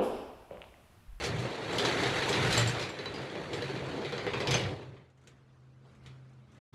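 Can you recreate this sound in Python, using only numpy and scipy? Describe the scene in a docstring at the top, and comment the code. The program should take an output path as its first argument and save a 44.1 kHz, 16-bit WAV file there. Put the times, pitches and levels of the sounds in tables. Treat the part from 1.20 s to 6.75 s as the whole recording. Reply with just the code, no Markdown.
"""Rollers grind and clack along steel tracks as a sectional garage door is pushed up by hand.
Grind, shake and rumble are coloured noise; clacks are noise bursts with ringing panel and track modes, and the
garage answers each one. A loose steel fitting pings in decaying sines and jolts boom in swelling low sines.
The door stops overhead, hums on in two wavering tones over soft noise and ticks in noise snaps as it settles.
The sound drops out briefly near the end."""
import sys
import numpy as np
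from scipy import signal
from scipy.fft import rfft, irfft, next_fast_len
from scipy.io import wavfile
from scipy.ndimage import uniform_filter1d, map_coordinates

SR = 44100
rng = np.random.default_rng(int(sys.argv[2]) if len(sys.argv) > 2 else 0)


def to_wav(sig):
    """Store sig (one row per channel, or 1-D mono) as 16-bit WAV at the path in sys.argv[1].

    Samples outside -1..1 are clipped; the rate is SR.
    """
    pcm = np.clip(np.atleast_2d(sig), -1, 1) * 32767
    pcm = np.round(pcm).astype(np.int16)
    wavfile.write(sys.argv[1], SR, pcm.T)  # frames by channels


def voltage_ratio(decibels):
    """Convert decibels (scalar or array-like) to amplitude ratios, 20 dB per decade."""
    exponent = np.asarray(decibels, float) / 20
    return 10 ** exponent


N = 244622


def unit(x):
    """Scaled to rms 1."""
    return x / np.sqrt(np.mean(x ** 2) + 1e-20)


def along(points, hz):
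    """Values between (Hz, value) points, read on a log frequency axis."""
    f, v = np.transpose(points)
    return np.interp(np.log(hz + 1), np.log(f + 1), v)


def curves(rows):
    """A gate that is open from first row to last, then one curve for each column after the time."""
    s, *columns = np.transpose(rows)
    t = np.arange(N) / SR
    gate = np.interp(t, [s[0] - 0.1, s[0], s[-1], s[-1] + 0.14], [0, 1, 1, 0])
    return [gate] + [np.interp(t, s, column) for column in columns]


def wobble(rate):
    """A smooth random curve, rate knots a second."""
    knots = rng.standard_normal(int(N * rate / SR) + 4)
    return map_coordinates(knots, [np.arange(N) * rate / SR])


def coloured(x, points, resonance=None):
    """x filtered to the (Hz, dB) points, and through a resonance if given; rms 1."""
    m = next_fast_len(len(x) + 8192)
    hz = np.fft.rfftfreq(m, 1 / SR)
    gain = voltage_ratio(along(points, hz))
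    if resonance is not None:
        gain = gain * resonance(hz)
    return unit(irfft(rfft(x, m) * gain, m)[:len(x)])


def gritty(per_s, spread_db, life):
    """Noise in short bursts: small impacts of uneven size, each dying over life seconds."""
    sizes = voltage_ratio(np.minimum(spread_db * rng.exponential(size=N), 18))
    hits = (rng.random(N) < per_s / SR) * sizes
    swell = signal.lfilter([1], [1, -np.exp(-1 / (life * SR))], hits ** 2)
    return np.sqrt(swell + 1.02 * swell.mean()) * rng.standard_normal(N)


def patchy(x, patch_db):
    """Narrow bands swell and fade for a few hundredths of a second, as passing contacts wake different modes."""
    z = signal.stft(x, nperseg=512, noverlap=384)[2]
    field = uniform_filter1d(rng.standard_normal(z.shape), size=2, axis=0)  # smooth over frequency
    field = uniform_filter1d(field, size=7, axis=1)  # and over time
    return signal.istft(z * voltage_ratio(patch_db * unit(field)), nperseg=512, noverlap=384)[1][:len(x)]


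def burst(colour_db, t60, length):
    """Noise whose bands die at their own speeds, rms 1 at the start."""
    hz, frame_s, z = signal.stft(rng.standard_normal(length), SR, nperseg=256, noverlap=224)
    level_db = colour_db(hz)[:, None] - 60 * frame_s / t60(hz)[:, None]
    x = signal.istft(z * voltage_ratio(level_db), SR, nperseg=256, noverlap=224)[1][:length]
    return x / np.std(x[:SR // 200])


def ringing(modes, t, scatter_db):
    """Modes struck once: decaying sines, each at a new strength and slightly new pitch."""
    hz, db, t60 = np.transpose(modes)[..., None]
    luck = rng.standard_normal((len(modes), 2))
    level_db = db + scatter_db * luck[:, :1] - 60 * t / t60
    pitch_hz = hz * (1 + 0.0036 * luck[:, 1:])
    return np.sum(voltage_ratio(level_db) * np.sin(2 * np.pi * pitch_hz * t), axis=0)


def tone(hz, unsteady, rate):
    """A tone of about rms 1, part of it fluttering in size and phase."""
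    flutter = wobble(rate) + 1j * wobble(rate)
    flutter /= np.sqrt(np.mean(abs(flutter) ** 2))
    share = np.clip(unsteady, 0, 1)
    envelope = np.sqrt(1 - share) + np.sqrt(share) * flutter
    return np.sqrt(2) * np.real(envelope * np.exp(2j * np.pi * np.cumsum(hz) / SR))


def add_at(out, start_s, sound):
    """Mixes a sound into out from its start time."""
    out[round(start_s * SR):][:len(sound)] += sound


def rest():
    """A wavering hum with a weaker upper tone, over soft stirrings of filtered noise."""
    # hum left at rest: time_s, level_db, upper_tone_db
    hum_levels = [(3.8, -64, -81), (4.1, -61.5, -84), (4.24, -64.5, -78), (4.36, -60, -71), (4.6, -57, -72),
                  (4.76, -59.5, -70), (4.86, -52, -65), (5.0, -53.5, -77), (5.2, -52.5, -63.5),
                  (5.3, -64, -65), (5.39, -60, -67), (5.526, -57, -61), (5.547, -53, -58)]
    # air and small stirrings at rest: time_s, level_db
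    stir_levels = [(3.7, -71), (3.94, -78), (4.1, -69.5), (4.25, -75.5), (4.33, -74), (4.61, -75),
                   (4.68, -68), (4.81, -71.5), (4.87, -64.5), (5.03, -72), (5.26, -73), (5.38, -67),
                   (5.526, -68.5), (5.537, -60.5), (5.547, -62)]
    # colour of the low air: frequency_hz, relative_db
    low_colour = [(18, -52), (30, -30), (60, -21), (82, -10.5), (100, -13.5), (160, -17.5), (240, -22.5),
                  (330, -21.5), (700, -30), (1400, -35.5), (2400, -67.5)]
    # colour of the high air: frequency_hz, relative_db
    high_colour = [(710, -19), (1200, 0.5), (3120, -8.5), (3590, -10), (6280, -17), (10500, -27),
                   (13000, -40)]

    still, hum_db, upper_db = curves(hum_levels)
    drifting_hz = 130 + 1.2 * wobble(5)
    hum = voltage_ratio(hum_db) * tone(drifting_hz, unsteady=0.04, rate=13)
    upper = voltage_ratio(upper_db) * tone(np.full(N, 214), unsteady=0.3, rate=15)

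    quiet, stir_db = curves(stir_levels)
    pivot_db = -72
    low_db = pivot_db + 10 + 0.8 * (stir_db - pivot_db)  # the low air swings less than the high
    low = voltage_ratio(low_db) * coloured(rng.standard_normal(N), low_colour)
    high = voltage_ratio(stir_db) * coloured(patchy(rng.standard_normal(N), patch_db=3.5), high_colour)
    return still * (hum + upper) + quiet * (low + high)


def ticks():
    """The settling door's dry ticks: short bright snaps of noise with hardly any ring."""
    # ticks: start_s, level_db
    tick_times = [(3.901, -76), (3.9749, -74), (4.0133, -74), (4.0368, -73), (4.0727, -55), (4.75, -71),
                  (4.8627, -60.5), (5.094, -76), (5.132, -77), (5.3189, -72), (5.3468, -70)]
    # colour of a tick: frequency_hz, relative_db
    tick_colour = [(530, -70), (900, -38), (1300, -10.5), (2830, -5.5), (3160, -14), (4190, -8),
                   (4690, -22), (6640, -7.5), (13200, -33.5)]
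    out = np.zeros(N + SR)
    for start_s, level_db in tick_times:
        snap = burst(lambda hz: along(tick_colour, hz), lambda hz: 0.1 + 0 * hz, SR // 8)  # t60 0.1 s
        add_at(out, start_s, voltage_ratio(level_db) * snap)
    return out[:N]


def boom():
    """The panels' lowest mode swells with every jolt of the door and dies away, slowly at first."""
    # jolts: start_s, pitch_hz, level_db, length_s
    jolts = [(0.005, 74.6, -38, 0.11), (0.085, 114, -28, 0.068), (0.175, 131, -32, .07),
             (0.215, 125.3, -33.5, .12), (0.402, 113, -41, 0.11), (0.632, 127, -31.5, 0.091),
             (0.831, 104.3, -38, .2), (1.081, 139.6, -33.5, .14), (1.183, 150.6, -25, 0.086),
             (1.215, 122, -31.5, .14), (1.363, 117.7, -24, 0.27), (1.545, 139, -43, .1),
             (1.97, 135.5, -41, 0.16), (2.179, 151, -40, 0.13), (2.425, 134, -32.5, .13),
             (2.52, 131.5, -35, 0.12), (2.61, 135, -39, 0.16), (2.739, 149, -41, 0.088),
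             (2.854, 139, -35.5, 0.13), (2.94, 135.3, -41, .15), (3.128, 132.7, -39, .18),
             (3.26, 132, -32.5, 0.13), (3.34, 126.7, -26.5, 0.11), (3.439, 112, -31, 0.089),
             (3.513, 125, -40, 0.13), (3.62, 129.7, -45.5, 0.19)]
    rise_s, fade_db = 0.016, 30  # fade_db is lost over a jolt's length
    out, t = np.zeros(N + SR), np.arange(SR // 2) / SR
    rise = 1 - np.exp(-(t / rise_s) ** 2)
    for start_s, hz, level_db, length_s in jolts:
        fading = voltage_ratio(level_db - fade_db * (t / length_s) ** 2)
        add_at(out, start_s, fading * rise * np.sin(2 * np.pi * hz * t))
    return out[:N]


def rollers():
    """Rough wheels and bearings rattle the resonant tracks; the panels shake and rumble along."""
    # the door's run: time_s, roller_grind_db, panel_shake_db, low_rumble_db
    run_levels = [(0.0, -38.5, -40.5, -45), (0.08, -41, -38.5, -45), (0.2, -44.5, -39, -39.5),
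                  (0.47, -43, -41, -48.5), (0.57, -36, -36.5, -45), (0.72, -34, -33, -41),
                  (1.05, -35, -36, -44), (1.15, -32.5, -32.5, -39), (1.38, -34.5, -35, -35),
                  (1.55, -40, -40.5, -40.5), (1.75, -49, -45.5, -50.5), (1.96, -46.5, -42, -52),
                  (2.3, -48, -41, -50.5), (2.4, -44, -43, -46.5), (2.69, -46.5, -40, -49),
                  (3.06, -47, -42, -46.5), (3.25, -45.5, -38, -45), (3.33, -39.5, -34.5, -36),
                  (3.48, -46.5, -38.5, -42.5), (3.83, -72.5, -62, -62)]
    # track resonances the rollers excite: centre_hz, width_hz, peak_db
    track_peaks = [(1040, 280, -3), (2220, 250, -1.5), (3100, 300, -1.5), (4030, 360, 2), (4460, 210, 8),
                   (7200, 200, -0.5)]
    # brief scrapes that lift the fizz: centre_s, half_width_s (to 1/e of the lift), lift_db
    scrapes = [(0.062, 0.029, 12), (0.21, .03, 7), (0.67, 0.027, 2.5), (1.36, 0.076, 6.5), (1.49, .03, 4.5),
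               (1.62, 0.035, 5), (2.35, 0.026, 3.5), (3.37, 0.043, 7)]
    # colours of the four layers: frequency_hz, relative_db
    grind_colour = [(410, -27), (700, -3), (1040, -4.5), (2030, -2.5), (2830, -7), (3970, -10.5),
                    (5250, -30.5), (6500, -29.5), (8450, -47.5), (14300, -120)]
    fizz_colour = [(2940, -18.5), (5000, -5), (5290, -4.5), (7410, -5.5), (7710, -8), (11000, -14),
                   (13200, -27)]
    shake_colour = [(100, -34.5), (170, -6), (225, -6), (274, -2.5), (398, 1), (484, -0.5), (536, -2.5),
                    (727, -9), (919, -10.5), (1100, -13.5), (1430, -25), (2420, -120)]
    rumble_colour = [(13, -65), (22, -36.5), (59, -14), (91, -8), (114, -3), (128, -3), (176, -7.5),
                     (200, -12), (260, -38), (440, -120)]

    def track(hz):
        return 1 + sum((voltage_ratio(db) - 1) / (1 + (2 * (hz - centre) / width) ** 2) for centre, width, db in track_peaks)

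    moving, grind_db, shake_db, rumble_db = curves(run_levels)
    t = np.arange(N) / SR
    grit = patchy(gritty(270, spread_db=2.0, life=0.0056), patch_db=2.5)  # one rattle drives both bands
    grind = voltage_ratio(grind_db) * coloured(grit, grind_colour, track)

    scrape_db = sum(db * np.exp(-((t - s) / width) ** 2) for s, width, db in scrapes)
    pivot_db = -42
    fizz_db = pivot_db - 16 + 1.11 * (grind_db - pivot_db) + scrape_db  # harder rolling is brighter
    fizz = voltage_ratio(fizz_db) * coloured(grit, fizz_colour, track)

    shaking = gritty(60, spread_db=-2.0, life=0.024)
    shake = voltage_ratio(shake_db + 0.81 * wobble(20)) * coloured(shaking, shake_colour)
    rumble = voltage_ratio(rumble_db + 2.5 * wobble(8)) * coloured(rng.standard_normal(N), rumble_colour)
    return moving * (grind + fizz + shake + rumble)


def pings():
    """A loose steel fitting rings in high, closely spaced modes at each ping."""
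    # pings: start_s, level_db (before the trim below)
    ping_times = [(0.529, -43), (0.6, -41.5), (1.0919, -35.5), (1.3772, -23.5), (1.475, -31.5),
                  (1.6929, -48), (2.3355, -46.5), (3.137, -50)]
    # modes of the fitting: pitch_hz, relative_db, t60_s
    fitting_modes = [(7290, -1, 0.18), (7360, -3.5, 0.11), (7560, -4.5, .06), (8040, -8, 0.18),
                     (9640, -18.5, 0.199), (11660, -20, .2), (12400, -25.5, .2)]
    out, t = np.zeros(N + SR), np.arange(SR // 3) / SR
    for start_s, level_db in ping_times:
        add_at(out, start_s, voltage_ratio(level_db - 7) * ringing(fitting_modes, t, scatter_db=3.0))
    return out[:N]


def clacks():
    """Each blow: a bright crack, a fading rattle in the garage, a panel knock and a ring of the track."""
    # clacks: start_s, level_db, tilt_db_per_octave, knock_db (relative), favoured_ring_hz
    blows = [(0.0118, -37, -2, 3, 4450), (0.0392, -29.5, 4, 3.5, 2880), (0.1794, -36.5, -2.5, -8, 2900),
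             (0.3049, -37.5, -0.5, 5, 2590), (0.476, -36.5, -5.5, -6, 3200), (0.5305, -30, -2, 0, 3400),
             (0.5838, -22, 9, -0.5, 3184), (0.6494, -23.5, 3.5, -12.5, 4470), (0.7886, -33.5, 6, -2, 2840),
             (0.835, -25, 0.5, -1.5, 2970), (1.0243, -33.5, -1.5, -4, 3244), (1.0921, -26, 8.5, 6, 3630),
             (1.1277, -24, 5.5, -11, 3540), (1.3069, -28.5, 7.5, -3.5, 3950), (1.3268, -24, 10, -4.5, 4000),
             (1.3681, -23, -2.5, -4, 4490), (1.3768, -22, 7.5, 0.5, 3890), (1.4754, -29, 7, -2, 4420),
             (1.5664, -34, -5, -12, 3100), (1.5959, -31, 5, -2, 3180), (1.6264, -29.5, 3.5, -5, 3320),
             (1.6939, -39.5, 2, -5, 3940), (1.7888, -33.5, -1, -4, 4060), (1.8576, -32.5, -2, 3, 3930),
             (1.941, -38, 6, 5.5, 3060), (2.0186, -42.5, 4.5, -7, 3030), (2.0692, -40.5, -1.5, -2, 2650),
             (2.154, -33.5, -4, -1.5, 2990), (2.3325, -33.5, 3.5, 1, 3360), (2.4224, -33, 1.5, 6, 4160),
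             (2.497, -38, -2, 6.5, 3060), (2.5618, -37.5, 1.5, 5, 3740), (2.7736, -40, -3.5, 3, 4070),
             (2.819, -37.5, 0, -4, 2607), (2.8485, -32.5, 1, -2, 2606), (2.9235, -31.5, 0, 5, 3460),
             (2.9789, -31.5, 0.5, 4, 3970), (3.0665, -26.5, -2.5, 2, 2500), (3.1348, -26, -2, -0.5, 3200),
             (3.2029, -27, 2.5, 0.5, 2720), (3.2715, -24.5, 4.5, -2, 3200), (3.3091, -23, 8.5, -6.5, 4540),
             (3.3415, -21.5, 2, -3, 6230), (3.4376, -34, 1, -3.5, 3410), (3.7664, -53, -3, -2, 3400),
             (4.0726, -55.5, 3, -1, 2850), (4.6514, -57, -17, 8.5, 3260), (4.8355, -64, 9, -6, 3200),
             (4.8612, -46.5, 4, -8, 3200)]
    # modes of the steel track: pitch_hz, relative_db, t60_s
    steel_modes = [(2020, 6, 0.13), (2290, -3, 0.11), (3060, -1, .09), (3290, -6.5, 0.11),
                   (3450, -4.5, 0.052), (3970, -0.5, 0.19), (4160, -1, 0.083), (4540, -1, .1),
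                   (5100, -11.5, .06), (6230, 3.5, 0.1), (6850, -5, 0.086)]
    # panel modes under a knock: pitch_hz, relative_db, t60_s
    panel_modes = [(209, -11, 0.17), (342, -11, 0.076), (406, -1.5, 0.18), (481, -2, 0.16),
                   (585.5, -9, 0.18), (791, -9, 0.079)]
    # colour of a clack: frequency_hz, relative_db
    crack_colour = [(410, -40.5), (700, -1), (1430, -7.5), (2390, -2), (2740, -11.5), (3130, -5.5),
                    (3410, -7.5), (4700, -12), (5310, -18), (13200, -47.5)]
    # typical decay of the garage: frequency_hz, t60_s
    garage_decay = [(500, 0.23), (2000, 0.33), (5000, 0.25), (12000, 0.13)]

    def octaves(hz):
        return np.log2(np.clip(hz, 700, 9000) / 3000)

    def uneven(hz, spread_db):  # every blow wakes other modes
        return spread_db * rng.standard_normal(len(hz))

    out, t = np.zeros(N + SR), np.arange(SR // 3) / SR
    for start_s, level_db, tilt_db, knock_db, ring_hz in blows:
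        rattle = burst(lambda hz: along(crack_colour, hz) + tilt_db * octaves(hz) + uneven(hz, 4.0),
                       lambda hz: along(garage_decay, hz) * voltage_ratio(uneven(hz, 2.7)), len(t))
        crack = burst(lambda hz: along(crack_colour, hz) + (tilt_db + 3.0) * octaves(hz),
                      lambda hz: 1 + 0 * hz, len(t))
        crack *= voltage_ratio(-60 * t / 0.014)
        knock = ringing(panel_modes, t, scatter_db=4.5) * (1 - np.exp(-t / 0.0013))
        # the spot struck favours its own modes: 25 dB lost per octave away
        struck = [(hz, db - 25 * abs(np.log2(hz / ring_hz)), t60) for hz, db, t60 in steel_modes]
        ring = ringing(struck, t, scatter_db=4)

        blow = voltage_ratio(-9.0) * rattle
        blow += voltage_ratio(-10 + 0.3 * tilt_db) * crack  # brighter blows crack harder
        blow += voltage_ratio(knock_db - 8.0) * knock
        blow += voltage_ratio(-13.5) * ring
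        add_at(out, start_s, voltage_ratio(level_db) * blow)
    return out[:N]


def scene():
    """Door, tracks and garage together, in one channel."""
    return (rest() + ticks() + boom() + rollers() + pings() + clacks())[None]


def low_pass(x):
    """Removes everything above the highest recorded frequency."""
    return signal.sosfilt(signal.butter(12, 13320, fs=SR, output="sos"), x)


def record(dry):
    """The sound fades out, falls silent and comes back."""
    # the silence: start_s, end_s
    dropout = (5.392, 5.525)
    t = np.arange(N) / SR
    before = np.clip((dropout[0] - t) / 0.008, 0, 1)
    after = np.clip((t - dropout[1]) / 0.0064, 0, 1)
    return low_pass(dry * (before + after))


dry = scene()
out = record(dry)
to_wav(out)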